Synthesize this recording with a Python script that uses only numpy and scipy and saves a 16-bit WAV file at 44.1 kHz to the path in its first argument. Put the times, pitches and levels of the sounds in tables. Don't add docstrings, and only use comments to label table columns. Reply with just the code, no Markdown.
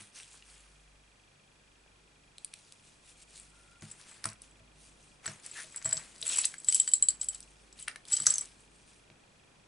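import sys
import numpy as np
from scipy import signal
from scipy.fft import rfft, irfft, next_fast_len
from scipy.io import wavfile
from scipy.ndimage import uniform_filter1d, map_coordinates

SR = 44100
rng = np.random.default_rng(int(sys.argv[2]) if len(sys.argv) > 2 else 0)


def wav_record(signal):
    frames = np.transpose(np.atleast_2d(signal))
    bounded = np.clip(frames, -1, 1)
    quanta = np.round(bounded * 32767).astype(np.int16)
    wavfile.write(sys.argv[1], SR, quanta)


def gain_from_decibels(decibels):
    exponent = np.asarray(decibels, float) / 20
    return 10 ** exponent


N = 426447

# start_s, ring_peak_db, bead_tick_rel_db, link_tick_rel_db
DISC_HITS = [(5.2632, -26.5, -9, -1), (5.513, -35.5, -17, -18), (5.7719, -32, -13, -11),
             (5.8522, -26, -14, -5.5), (5.8581, -20.5, -10.5, -12.5), (5.8913, -27.5, -9.5, -4.5),
             (5.928, -15.5, -7, -9), (5.9754, -26.5, 1, -14.5), (6.2666, -30, -15, 0), (6.279, -29, -8, -7),
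             (6.2899, -32, -10, -6), (6.3572, -30, 0, -3), (6.4142, -25.5, -12.5, 3), (6.582, -36, -9, -11),
             (6.6854, -11, -11.5, -4), (6.916, -31, -10, -4), (6.7492, -24.5, -22, -5),
             (6.7992, -10.5, -11, -18.5), (6.8765, -21.5, -2.5, -7.5), (6.8876, -27, -13.5, -3),
             (6.9359, -9, -9.5, -3.5), (7.025, -10.5, -28, -12), (7.0857, -11, -12, -4),
             (7.213, -21, -8, -6), (7.2863, -20.5, -7.5, -1.5), (7.3464, -32.5, -2.5, -1.5),
             (8.1215, -19, -16.5, -12.5), (8.201, -22.5, -4, -5.5), (8.3046, -15.5, -15, -7),
             (8.4099, -24, -17, -15)]
# start_s, tick_peak_db, pitch_hz, disc_ring_rel_db
BEAD_HITS = [(4.2892, -30, 5070, -16), (5.2583, -29, 4380, -12.5), (5.278, -26, 5800, -20),
             (5.7795, -34.5, 5200, -21.5), (5.8255, -33, 6060, -14.5), (5.846, -31.5, 4600, 1),
             (5.9108, -28, 5500, -11.5), (5.9697, -24, 4970, -15.5), (6.227, -22, 4080, -30),
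             (6.437, -26, 3767, -20), (6.4425, -22.5, 4090, -32.5), (6.4462, -24, 4380, -24),
             (6.543, -44, 5660, -27), (7.2161, -27.5, 5800, -7.5), (7.3553, -40.5, 3750, -3.5),
             (7.4279, -38, 5600, -11.5), (7.727, -39.5, 5430, -9), (7.96, -40.5, 5040, -20.5),
             (8.053, -42.5, 3300, -9), (8.0842, -35.5, 5600, -8), (8.134, -19, 5600, 0),
             (8.1674, -20, 5730, -4), (8.2205, -28.5, 5300, 0), (8.259, -25, 6214, -3.5),
             (8.2666, -6, 6240, -7), (8.2759, -19.5, 6300, -7.5), (8.3241, -28.5, 5630, -1.5),
             (8.3392, -23.5, 6250, -1.5), (8.3561, -24, 6710, -4)]
# start_s, thin_tick_peak_db, bead_tick_rel_db, disc_ring_rel_db
LINK_HITS = [(4.2418, -24.5, 2, -20.5), (4.2558, -16.5, -5.5, -21.5), (4.3007, -37, -16, -12),
             (4.3314, -38.5, -3.5, -22), (4.419, -33.5, -7, -18), (5.4628, -28.5, -6, -10.5),
             (5.723, -52, 5.5, 5.5), (5.7611, -22, -12, -11), (5.959, -40, -1.5, 6),
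             (6.2147, -30.5, -4, -9), (6.3356, -24, -9, -14), (6.373, -24.5, -20.5, -23),
             (6.385, -17, -5, -5), (6.4534, -11.5, -3, -7), (6.6014, -35.5, -9, -8.5),
             (6.6456, -28.5, -6, -7), (6.7246, -18, -4, -4), (6.7459, -13, -4, -4), (7.106, -45, 10, -7),
             (7.2308, -27.5, -14, -26), (7.244, -28.5, -15.5, -6), (7.405, -31.5, -6, -25),
             (7.8005, -35, -8, -17), (7.8258, -34.5, -5, -3), (7.8819, -22, -4, -30),
             (8.2347, -38, -4.5, -11), (8.3822, -17.5, -2, -12)]
# start_s, bead_tick_db, thin_tick_db, disc_ring_db
LIGHT_HITS = [(4.0138, -41, -47, -60), (4.1126, -48, -55, -46), (4.2518, -44.5, -36.5, -47),
              (4.3165, -56.5, -53.5, -48), (5.26, -33.5, -37, -49.5), (5.7455, -48, -57, -54),
              (5.8167, -44, -60, -62), (5.8753, -39, -38.5, -35), (5.9059, -42, -37, -42),
              (6.1615, -41, -52.5, -54), (6.1811, -44.5, -53, -49.5), (6.2311, -35.5, -37, -42),
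              (6.3168, -34, -35, -42), (6.3608, -30.5, -28, -29), (6.3637, -31.5, -29, -32),
              (6.3731, -26.5, -21, -31), (6.4491, -22, -37, -45), (6.5423, -37, -37, -50),
              (6.6346, -52, -47, -49), (6.6495, -40, -46, -39.5), (6.6729, -44.5, -38.5, -50),
              (6.7522, -31, -25, -20), (6.7553, -33, -22.5, -21), (6.8092, -39, -34, -29),
              (6.8216, -39, -36, -42.5), (6.8718, -49, -38.5, -47.5), (6.8873, -33.5, -33.5, -30),
              (6.9171, -34.5, -32.5, -38.5), (6.9219, -48.5, -47, -35), (7.105, -28, -44, -39),
              (7.2395, -45.5, -41, -36.5), (7.2961, -47, -33, -32), (7.8779, -42, -44, -51.5),
              (7.9598, -36.5, -37, -58), (8.0533, -42, -43.5, -52), (8.0795, -55.5, -42, -69),
              (8.1296, -19.5, -30.5, -21.5), (8.2148, -35.5, -47, -38), (8.2346, -32.5, -34, -38),
              (8.2395, -37.5, -39.5, -37.5), (8.2523, -43, -36, -44.5), (8.2624, -25, -28.5, -31.5),
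              (8.2709, -18, -19.5, -24.5), (8.3014, -22.5, -38.5, -26.5), (8.3074, -29.5, -34, -23),
              (8.3237, -29, -35, -32.5), (8.3395, -31, -34.5, -27), (8.3506, -33, -45, -46),
              (8.3918, -34.5, -35, -32.5), (8.6049, -61.5, -50, -59)]
# pitch_hz, level_db, t60_s
DISC_MODES = [(7775, 2.5, 0.0225), (8010, -16, 0.048), (7480, -16, 0.048)]
# start_s, peak_db, pitch_hz
GLANCES = [(6.2665, -23, 7760), (6.2775, -23, 7800), (6.2915, -21, 7800), (6.3565, -28, 7720),
           (6.3865, -19, 7750), (6.4155, -32, 7800), (6.695, -26, 7800), (6.7, -26, 7800),
           (6.7315, -26, 7900), (6.7365, -27, 8000), (6.76, -28, 7500), (6.851, -42, 8900),
           (7.198, -48, 7800), (6.917, -47, 3100), (7.232, -50, 3100), (7.332, -49, 3100),
           (4.51, -54, 7800), (7.809, -42, 8000), (8.113, -34, 7700), (8.1365, -20, 7700),
           (8.14, -20, 7800), (8.171, -25, 7800), (8.2225, -34, 8000), (8.286, -29, 7700),
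           (8.287, -31, 6100)]
# start_s, peak_db, pitch_hz
PINGS = [(2.3826, -44, 4200), (2.4469, -44, 4800), (2.5387, -42, 2400), (2.5387, -43, 4400),
         (6.2143, -36, 7900), (6.227, -23, 4000), (6.232, -38, 10000), (6.6854, -24, 9000),
         (6.6854, -30, 4200), (6.7246, -22, 9000), (6.7246, -25, 4700), (6.7459, -19, 10300),
         (6.7459, -26, 5800), (6.7992, -25, 3700), (6.8095, -36, 9700), (7.015, -46, 9500),
         (7.025, -24, 9400), (7.025, -30, 4100), (7.0857, -22, 4600), (7.0857, -27, 6300),
         (7.0857, -22, 9500), (7.268, -42, 9500), (7.79, -46, 4000), (7.796, -41, 9800),
         (7.8258, -42, 9800), (7.9137, -46, 4900), (8.2665, -17, 6740), (8.2665, -20, 8450),
         (8.2695, -16, 6100), (8.271, -27, 9800), (8.2765, -24, 7000), (8.3395, -22, 6400),
         (8.357, -22, 6300), (8.3825, -22, 6000), (8.257, -36, 2000), (6.385, -33, 1100),
         (6.5415, -36, 1800), (5.297, -42, 5500), (5.317, -44, 8500), (5.335, -43, 6500),
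         (5.399, -48, 7000), (4.13, -46, 8000), (3.81, -48, 7000), (.345, -54, 420), (1.862, -56, 600),
         (9.101, -54, 900)]
# start_s, peak_db
KEY_RING_TAPS = [(6.7247, -41), (6.746, -41), (6.7992, -42), (6.8771, -42), (6.9364, -44), (7.2868, -47),
                 (7.8249, -51), (8.052, -56.5), (8.135, -40.5), (8.166, -38.5), (8.221, -47),
                 (8.3025, -44.5)]
# pitch_hz, level_db, t60_s
BLADE_MODES = [(5770, 3, 0.03), (6300, 8, 0.03)]
# start_s, peak_db, pitch_hz
KNOCKS = [(0.178, -43.5, 2500), (0.2004, -37, 2600), (0.343, -50.5, 1000), (0.424, -42, 2900),
          (1.862, -53.5, 1500), (2.5358, -39.5, 2400), (3.8235, -41, 1480), (4.2421, -31.5, 1890),
          (4.255, -26, 1310), (4.3256, -41, 1550), (5.26, -32.5, 1510), (5.2779, -28.5, 1790),
          (5.7454, -42, 1800), (5.8168, -42.5, 1800), (5.823, -40.5, 1710), (5.8567, -31, 1290),
          (5.925, -31.5, 1690), (6.4446, -25.5, 2260), (6.5403, -34, 1730), (6.6842, -35.5, 1790),
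          (6.724, -31.5, 2430), (6.799, -38, 2515), (6.8764, -33, 1770), (6.9348, -40, 2280),
          (7.8781, -28.5, 1900), (7.8815, -20, 1980), (7.9137, -39.5, 1800), (7.9591, -32, 1700),
          (8.2005, -36.5, 1410), (8.2696, -25, 1470), (9.101, -44, 2300)]
# start_s, tick_peak_db, pitch_hz, disc_ring_rel_db, thin_tick_rel_db
PAPER_TICKS = [
    (2.3826, -32.5, 3940, -3.5, -4.5),
    (2.4469, -28, 5100, 4, 7),
    (2.5387, -28, 4670, -3, -0.5),
    (2.7233, -33.5, 4480, -4, -6),
    (3.3988, -42.5, 5600, 14, 7),
    (3.8228, -33.5, 5060, -14, -18.5),
    (3.9136, -42.5, 6900, 25, 0.5),
]
# strongest_s, scuff_db, scrape_db,
# fade_20_db_s
FINGER_STROKES = [(0, -56, -55.5, 0.1251), (.345, -57, -64, 0.1), (.375, -58.5, -70, 0.04),
                  (.5, -63.5, -63, 0.4), (2.42, -72.5, -79, 2.94), (2.56, -65, -71.5, .5),
                  (2.87, -66, -80.5, 0.2), (3.1, -60.5, -69.5, 0.0874), (3.23, -59.5, -72.5, 0.0146),
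                  (3.37, -57, -63, 0.18), (3.57, -69.5, -70, 0.48), (3.92, -59, -62, 0.02),
                  (4.0, -62, -61.5, 0.21), (4.1, -59, -57.5, 0.2151), (4.6, -74, -68, 0.01),
                  (4.84, -62, -87.5, 0.16), (5.03, -66.5, -92, 0.22), (5.585, -48.5, -53, 0.13),
                  (6.32, -40.5, -46, .24), (6.385, -40.5, -47, 0.13), (8.6, -69, -85, 0.13),
                  (8.76, -69.5, -84.5, 0.4), (8.9, -66, -83, 0.19)]
# strongest_s, scuff_db, scrape_db, fade_20_db_s
HANDLE_STROKES = [(.16, -53, -58, 0.26), (3.83, -61.5, -57.5, 0.33), (4.26, -60, -44, 0.0876),
                  (4.43, -64, -67, 0.135), (5.265, -53, -47, 0.16), (5.44, -55.5, -55.5, 0.267),
                  (5.553, -52.5, -57.5, .36), (5.77, -71.5, -49.5, 0.083), (5.86, -48, -47, 0.34),
                  (5.97, -57, -47, 0.15), (6.262, -45, -50, 0.25), (6.45, -43.5, -50.5, 0.048),
                  (6.56, -63, -69, 0.74), (6.69, -43, -60.5, 0.366), (6.76, -41.5, -73, 0.13),
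                  (6.93, -55.5, -63.5, 0.048), (7.03, -52, -54, 0.073), (7.1, -59.5, -57, 0.153),
                  (7.23, -49.5, -57, 0.069), (7.33, -55, -58, 0.11), (7.4, -67.5, -78, 0.93),
                  (7.795, -52, -60.5, 0.09), (7.895, -70, -50.5, 0.085), (8.085, -56.5, -60.5, 0.31),
                  (8.12, -42, -50, 0.228), (8.28, -43.5, -46, 0.2), (8.42, -52, -53, 0.08),
                  (8.455, -54, -57, 0.026)]
# start_s, stop_s, swinging_free_0_to_1
CHARM_MOVES = [
    (4.24, 4.348, 0.99),
    (5.665, 5.743, 0.04),
    (5.75, 6.031, 0.6),
    (6.25, 6.458, 0),
    (6.457, 7.44, 0.9),
    (8.112, 8.463, 1),
]
# pitch_hz, level_db_per_hz
SCUFF_SPECTRUM = [(1200, -30), (2500, -4.5), (6500, -4.5), (9300, -0.5), (11000, -11)]
# pitch_hz, level_db_per_hz
RATTLE_SPECTRUM = [(1500, -21), (4000, -8), (6500, -4), (9300, -1.5), (11000, -9.5)]
# pitch_hz, level_db_per_hz
SCRAPE_SPECTRUM = [(300, -12.5), (900, -7), (1500, -3), (2300, -3.5), (3200, -13)]
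# time_s, level_db
SLEEVE_SQUEAK = [(3.46, -92), (3.5, -74), (3.79, -68.5), (3.83, -90.5)]
# time_s, level_db
HANDLE_DRAG = [(5.54, -87), (5.56, -49), (5.6, -46.5), (5.7, -83.5)]
# start_s, peak_db, hollow_rel_peak_db
THUDS = [(0.002, -55, -24.5), (3.823, -40.5, -19), (4.253, -40.5, -5.5), (4.6, -57, -6),
         (5.277, -42.5, -5.5), (5.638, -60, 3.5), (5.852, -43, 0.5), (5.929, -55.5, 11),
         (5.954, -49, -24.5), (6.229, -64, 13.5), (8.204, -47.5, -15.5), (8.263, -50.5, 2),
         (9.096, -57, -7)]
# pitch_hz, level_db, t60_s
TABLE_MODES = [(109.2, -1.5, 0.23), (146.56, -2.5, 0.21), (205.83, -7.5, 0.26), (337.3, -6.5, 0.081)]
# pitch_hz, level_db, t60_s
HOLLOW_MODES = [(644.1, -5, 0.16), (471.5, -14, 0.124)]
# time_s, left_minus_right_db
SIDEWAYS = [(0, 0), (4.2, 2), (4.6, -0.5), (5.3, 2.5), (8.6, 1.3)]
# pitch_hz, t60_s
ROOM_DECAY = [(300, 0.2), (2000, 0.2), (8000, 0.136), (11000, 0.12)]
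# pitch_hz, level_db_per_hz
HISS_SPECTRUM = [(20, -14), (155, -7), (1910, -14), (2400, -14.5), (3820, -17.5), (7250, -21), (10400, -24)]
# pitch_hz, likeness_0_to_1
HISS_LIKENESS = [(60, 0.952), (130, 0.84), (270, 0.524), (700, 0.073), (2500, 0), (11000, 0.86)]
# time_s, level_db
ROOM_DRIFT = [(1.5, -0.5), (6, 4.5), (9.67, 3.5)]


def charm():
    def bead_pitches(rows, middle_hz):
        return middle_hz * np.exp(0.08 * rng.standard_normal(len(rows)))

    # start_s, tick_peak_db, pitch_hz, disc_ring_rel_db, thin_tick_rel_db
    rows = [(s, db, hz, disc, -13.5) for s, db, hz, disc in BEAD_HITS]
    for (s, db, tick, link), hz in zip(DISC_HITS, bead_pitches(DISC_HITS, 4690)):
        rows.append((s, db + tick, hz, -tick, link - tick))
    for (s, db, tick, disc), hz in zip(LINK_HITS, bead_pitches(LINK_HITS, 5600)):
        rows.append((s, db + tick, hz, disc - tick, -tick))
    return ticks(rows, ring_db=0.5, width=0.58, t60=0.0132)


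def ticks(rows, ring_db, width, t60):
    s, db, hz, disc, thin = np.transpose(rows)
    low = cracks(s, db + 0.11, hz, width, t60, rise=0.00029)
    high = cracks(s, db + thin + 0.112, 8984, 0.2087, t60, rise=0.0001)
    ring = strikes(s, db + disc + ring_db, DISC_MODES, 0.003, 2, rise=0.0007, size=2048)
    return low + high + ring


def light_contacts():
    s, bead_db, thin_db, disc_db = np.transpose(LIGHT_HITS)
    low = cracks(s, bead_db + 2, np.full(len(s), 5000), 0.71, 0.005, rise=0.00018)
    high = cracks(s, thin_db + 3, 9400, 0.3, 0.006, rise=0.00015)
    ring = strikes(s, disc_db + 0.1, DISC_MODES, 0.004, 2.5, rise=0.0007, size=2048)
    return low + high + ring


def steel():
    with_disc = np.array(DISC_HITS)[:, :2] + [0, -33]
    s, db = np.vstack([with_disc, KEY_RING_TAPS]).T
    key_ring = strikes(s, db, [(3100, 0, 0.04)], 0.0048, 0, rise=0.00089, size=4096)
    blades = strikes([8.2662], [-12.5], BLADE_MODES, 0, 0, rise=0.000517, size=4096)
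    return key_ring + blades


def notes(rows, t60, rise):
    out, t = np.zeros(N + 1024), np.arange(1024) / SR
    shape = gain_from_decibels(-60 * t / t60) * (1 - np.exp(-t / rise))
    shape = shape / shape.max()
    for s, db, hz in rows:
        out[round(s * SR):][:len(t)] += gain_from_decibels(db) * shape * np.sin(2 * np.pi * hz * t)
    return out[:N]


def knocks():
    s, db, hz = np.transpose(KNOCKS)
    return cracks(s, db + 0.1074, hz, 0.82, 0.018, rise=0.00043)


def rubbing():
    fingers_db = strokes(FINGER_STROKES, rise_s=0.1155, rounding=1.292)
    handles_db = strokes(HANDLE_STROKES, rise_s=0.0356, rounding=0.989)
    scuff_gain, scrape_gain = gain_from_decibels(np.maximum(fingers_db, handles_db))

    t = np.arange(N) / SR
    moving, free = np.zeros((2, N))
    for start, stop, swing in CHARM_MOVES:
        inside = (t > start) & (t < stop)
        moving += inside
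        free += inside * swing

    grain = gain_from_decibels(2.3 * wobble(500) + 0.8 * wobble(50))
    scuff = unit(grain * patchy(rush(SCUFF_SPECTRUM, [(2000, 0.9), (9000, 0.95)]), depth_db=2))
    rattle = unit(gain_from_decibels(3 * wobble(600) + 1.2 * wobble(120)) * rush(RATTLE_SPECTRUM, [(5000, 0.95)]))
    disc_and_ring = band_noise(7790, 90) + gain_from_decibels(-15) * band_noise(3119.6, 35)
    singing = gain_from_decibels(3.2 * wobble(110) - 8.5) * disc_and_ring
    scrape = unit(gain_from_decibels(3 * wobble(150)) * rush(SCRAPE_SPECTRUM, [(1000, 0.8)]))
    squeak = gain_from_decibels(curves(SLEEVE_SQUEAK)[0]) * band_noise(1401.5, 40)
    drag = gain_from_decibels(curves(HANDLE_DRAG)[0]) * band_noise(1800, 350)

    bright = (1 - free) * scuff + free * gain_from_decibels(0.5) * rattle + moving * singing
    return gain_from_decibels(4.5) * scuff_gain * bright + scrape_gain * scrape + squeak + drag


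def strokes(rows, rise_s, rounding):
    t, level_db = np.arange(N) / SR, np.full((2, N), -200.)
    for s, scuff_db, scrape_db, fade_s in rows:
        shape_db = -20 * np.maximum((s - t) / rise_s, (t - s) / fade_s) ** rounding
        level_db = np.maximum(level_db, shape_db + [[scuff_db], [scrape_db]])
    return level_db


def thuds():
    s, db, hollow = np.transpose(THUDS)
    top = strikes(s, db + 0.0873, TABLE_MODES, 0.0292, 2.75, rise=0.004, size=SR // 3)
    below = strikes(s, db + hollow, HOLLOW_MODES, 0.0083, 4.1, rise=0.0023, size=SR // 4)
    return top + below


def room(x):
    hz, t, z = signal.stft(rng.standard_normal((3, 2, SR // 4)), SR, nperseg=256)
    decay = gain_from_decibels(-60 * t / along(ROOM_DECAY, hz)[:, None])
    mid, side = signal.istft(z * decay, SR, nperseg=256)[1].transpose(1, 0, 2)
    tails = np.array([mid + 0.309 * side, mid - 1.063 * side])
    tails = tails / np.linalg.norm(mid, axis=1, keepdims=True)
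    place = np.arange(N) // 1500 % 3 == np.arange(3)[:, None]
    late = np.pad(x * place, ((0, 0), (200, 0)))
    return signal.oaconvolve(late[None], tails, axes=2).sum(1)[:, :N]


def mains():
    t = np.arange(N) / SR
    phase = 2 * np.pi * np.cumsum(49.5 + 0.24 * wobble(0.53)) / SR
    second = gain_from_decibels(-79 + 3 * wobble(8)) * np.sin(2 * phase)
    third = gain_from_decibels(-76 + 3 * wobble(8)) * np.sin(3 * phase)
    beat = np.sin(phase) + 0.81 * np.sin(phase + 2 * np.pi * (t - 0.722) / 1.332)
    level_db = -70 + 3.5 * np.cos(2 * np.pi * (t - 0.8) / 3.412)
    return gain_from_decibels(level_db) * beat + second + third + gain_from_decibels(-82) * band_noise(28, 6.036)


def room_tone():
    hiss = gain_from_decibels(-64) * rush(HISS_SPECTRUM, HISS_LIKENESS)
    low = filtered(hiss, lambda hz: 1 / (1 + (hz / 900) ** 2))
    return hiss + (gain_from_decibels(curves(ROOM_DRIFT)[0]) - 1) * low


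def camera():
    picture = SR // 25
    t = np.arange(1024) / SR
    falling = np.sin(2 * np.pi * np.cumsum(2390 + 900 * np.exp(-t / 0.002)) / SR)
    falling = falling * gain_from_decibels(-60 * t / 0.076) * (1 - np.exp(-t / 0.000818))
    steady = np.sin(2 * np.pi * 3300 * t) * gain_from_decibels(-60 * t / 0.023) * (1 - np.exp(-t / 0.00089))
    chirp = falling + 1.3 * steady
    beats = np.zeros(N)
    starts = np.arange(picture - 190, N, picture)
    beats[starts] = gain_from_decibels(-62.5 + 1.3 * rng.standard_normal(len(starts)))
    gate = 1 + 0.32 * np.cos(2 * np.pi * (np.arange(N) / picture - 0.25))
    whine = gate * np.sin(2 * np.pi * 7812.5 * np.arange(N) / SR)
    return signal.fftconvolve(beats, chirp)[:N] + gain_from_decibels(-81.5) * whine


def cracks(times, peaks_db, centres_hz, width, t60, rise):
    out, t = np.zeros(N + 1024), np.arange(1024) / SR
    shape = gain_from_decibels(-60 * t / t60) * (1 - np.exp(-t / rise))
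    bursts = rng.standard_normal((len(times), len(t))) * shape
    bursts[:, 0] = 8
    f, c = np.fft.rfftfreq(2048, 1 / SR), np.reshape(centres_hz, (-1, 1))
    damping = 1j * f * width * c
    resonance = damping / (c * c - f * f + damping)
    bursts = irfft(rfft(bursts, 2048) * resonance ** 2)[:, :len(t)]
    for s, peak_db, burst in zip(times, peaks_db, bursts):
        out[round(s * SR):][:len(t)] += gain_from_decibels(peak_db) * burst / np.abs(burst).max()
    return out[:N]


def strikes(times, peaks_db, modes, detune, scatter_db, rise, size):
    out, t = np.zeros(N + size), np.arange(size) / SR
    hz, db, t60 = np.transpose(modes)[..., None]
    luck = rng.standard_normal((len(times), 2, len(modes), 1))
    for s, peak_db, (shift, weight) in zip(times, peaks_db, luck):
        decay = gain_from_decibels(db + scatter_db * weight - 60 * t / t60)
        ring = decay * np.sin(2 * np.pi * hz * (1 + detune * shift) * t)
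        ring = ring.sum(0) * (1 - np.exp(-t / rise))
        out[round(s * SR):][:size] += gain_from_decibels(peak_db) * ring / np.abs(ring).max()
    return out[:N]


def rush(spectrum, alike):
    def shape(hz):
        turn = np.arccos(np.clip(along(alike, hz), -1, 1)) / 2
        return gain_from_decibels(along(spectrum, hz)) * [np.cos(turn), np.sin(turn)]

    mid, side = filtered(rng.standard_normal((2, N)), shape)
    return unit(np.array([mid + side, mid - side]))


def patchy(x, depth_db):
    z = signal.stft(x, nperseg=256)[2]
    field = uniform_filter1d(rng.standard_normal(z.shape[1:]), size=7, axis=0)
    field = uniform_filter1d(field, size=16, axis=1)
    return signal.istft(z * gain_from_decibels(depth_db * unit(field)), nperseg=256)[1][:, :N]


def band_noise(centre_hz, width_hz):
    return unit(filtered(rng.standard_normal(N), lambda hz: 1 / (1 + ((hz - centre_hz) / width_hz) ** 2)))


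def filtered(x, response):
    m = next_fast_len(N + SR // 2)
    return irfft(rfft(x, m) * response(np.fft.rfftfreq(m, 1 / SR)), m)[..., :N]


def wobble(rate):
    knots = rng.standard_normal(int(N * rate / SR) + 4)
    return map_coordinates(knots, [np.arange(N) * rate / SR])


def curves(rows):
    s, *cols = np.transpose(rows)
    return [np.interp(np.arange(N) / SR, s, c) for c in cols]


def along(points, hz):
    f, v = np.transpose(points)
    return np.interp(np.log(hz + 1), np.log(f + 1), v)


def unit(x):
    return x / np.sqrt(np.mean(x ** 2) + 1e-20)


def scene():
    metal = charm() + knocks() + steel() + light_contacts()
    metal = metal + notes(GLANCES, t60=0.014, rise=0.004) + notes(PINGS, t60=0.008, rise=0.0003)
    paper = ticks(PAPER_TICKS, ring_db=-18, width=1.2, t60=0.005)
    lean = gain_from_decibels(curves(SIDEWAYS)[0] * [[0.5], [-0.5]])
    reflected = gain_from_decibels(-12) * room(metal + 0.5 * paper)
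    near = lean * (paper + metal + rubbing() + reflected) + thuds()
    return near + mains() + room_tone() + camera()


def roll_off(x):
    return signal.sosfilt(signal.butter(12, 11740, fs=SR, output="sos"), x)


def record(dry):
    rounded = dry / (1 + np.abs(dry / 0.6) ** 4) ** 0.25

    def band_limit(hz):
        edge_db = -36 / (1 + np.exp(np.clip((11170 - hz) / 60, -30, 30)))
        skirt_db = -3 * np.clip(hz / 1000 - 11.3, 0, 9)
        return gain_from_decibels(edge_db + skirt_db)

    return roll_off(filtered(rounded, band_limit))


dry = scene()
out = record(dry)
wav_record(out)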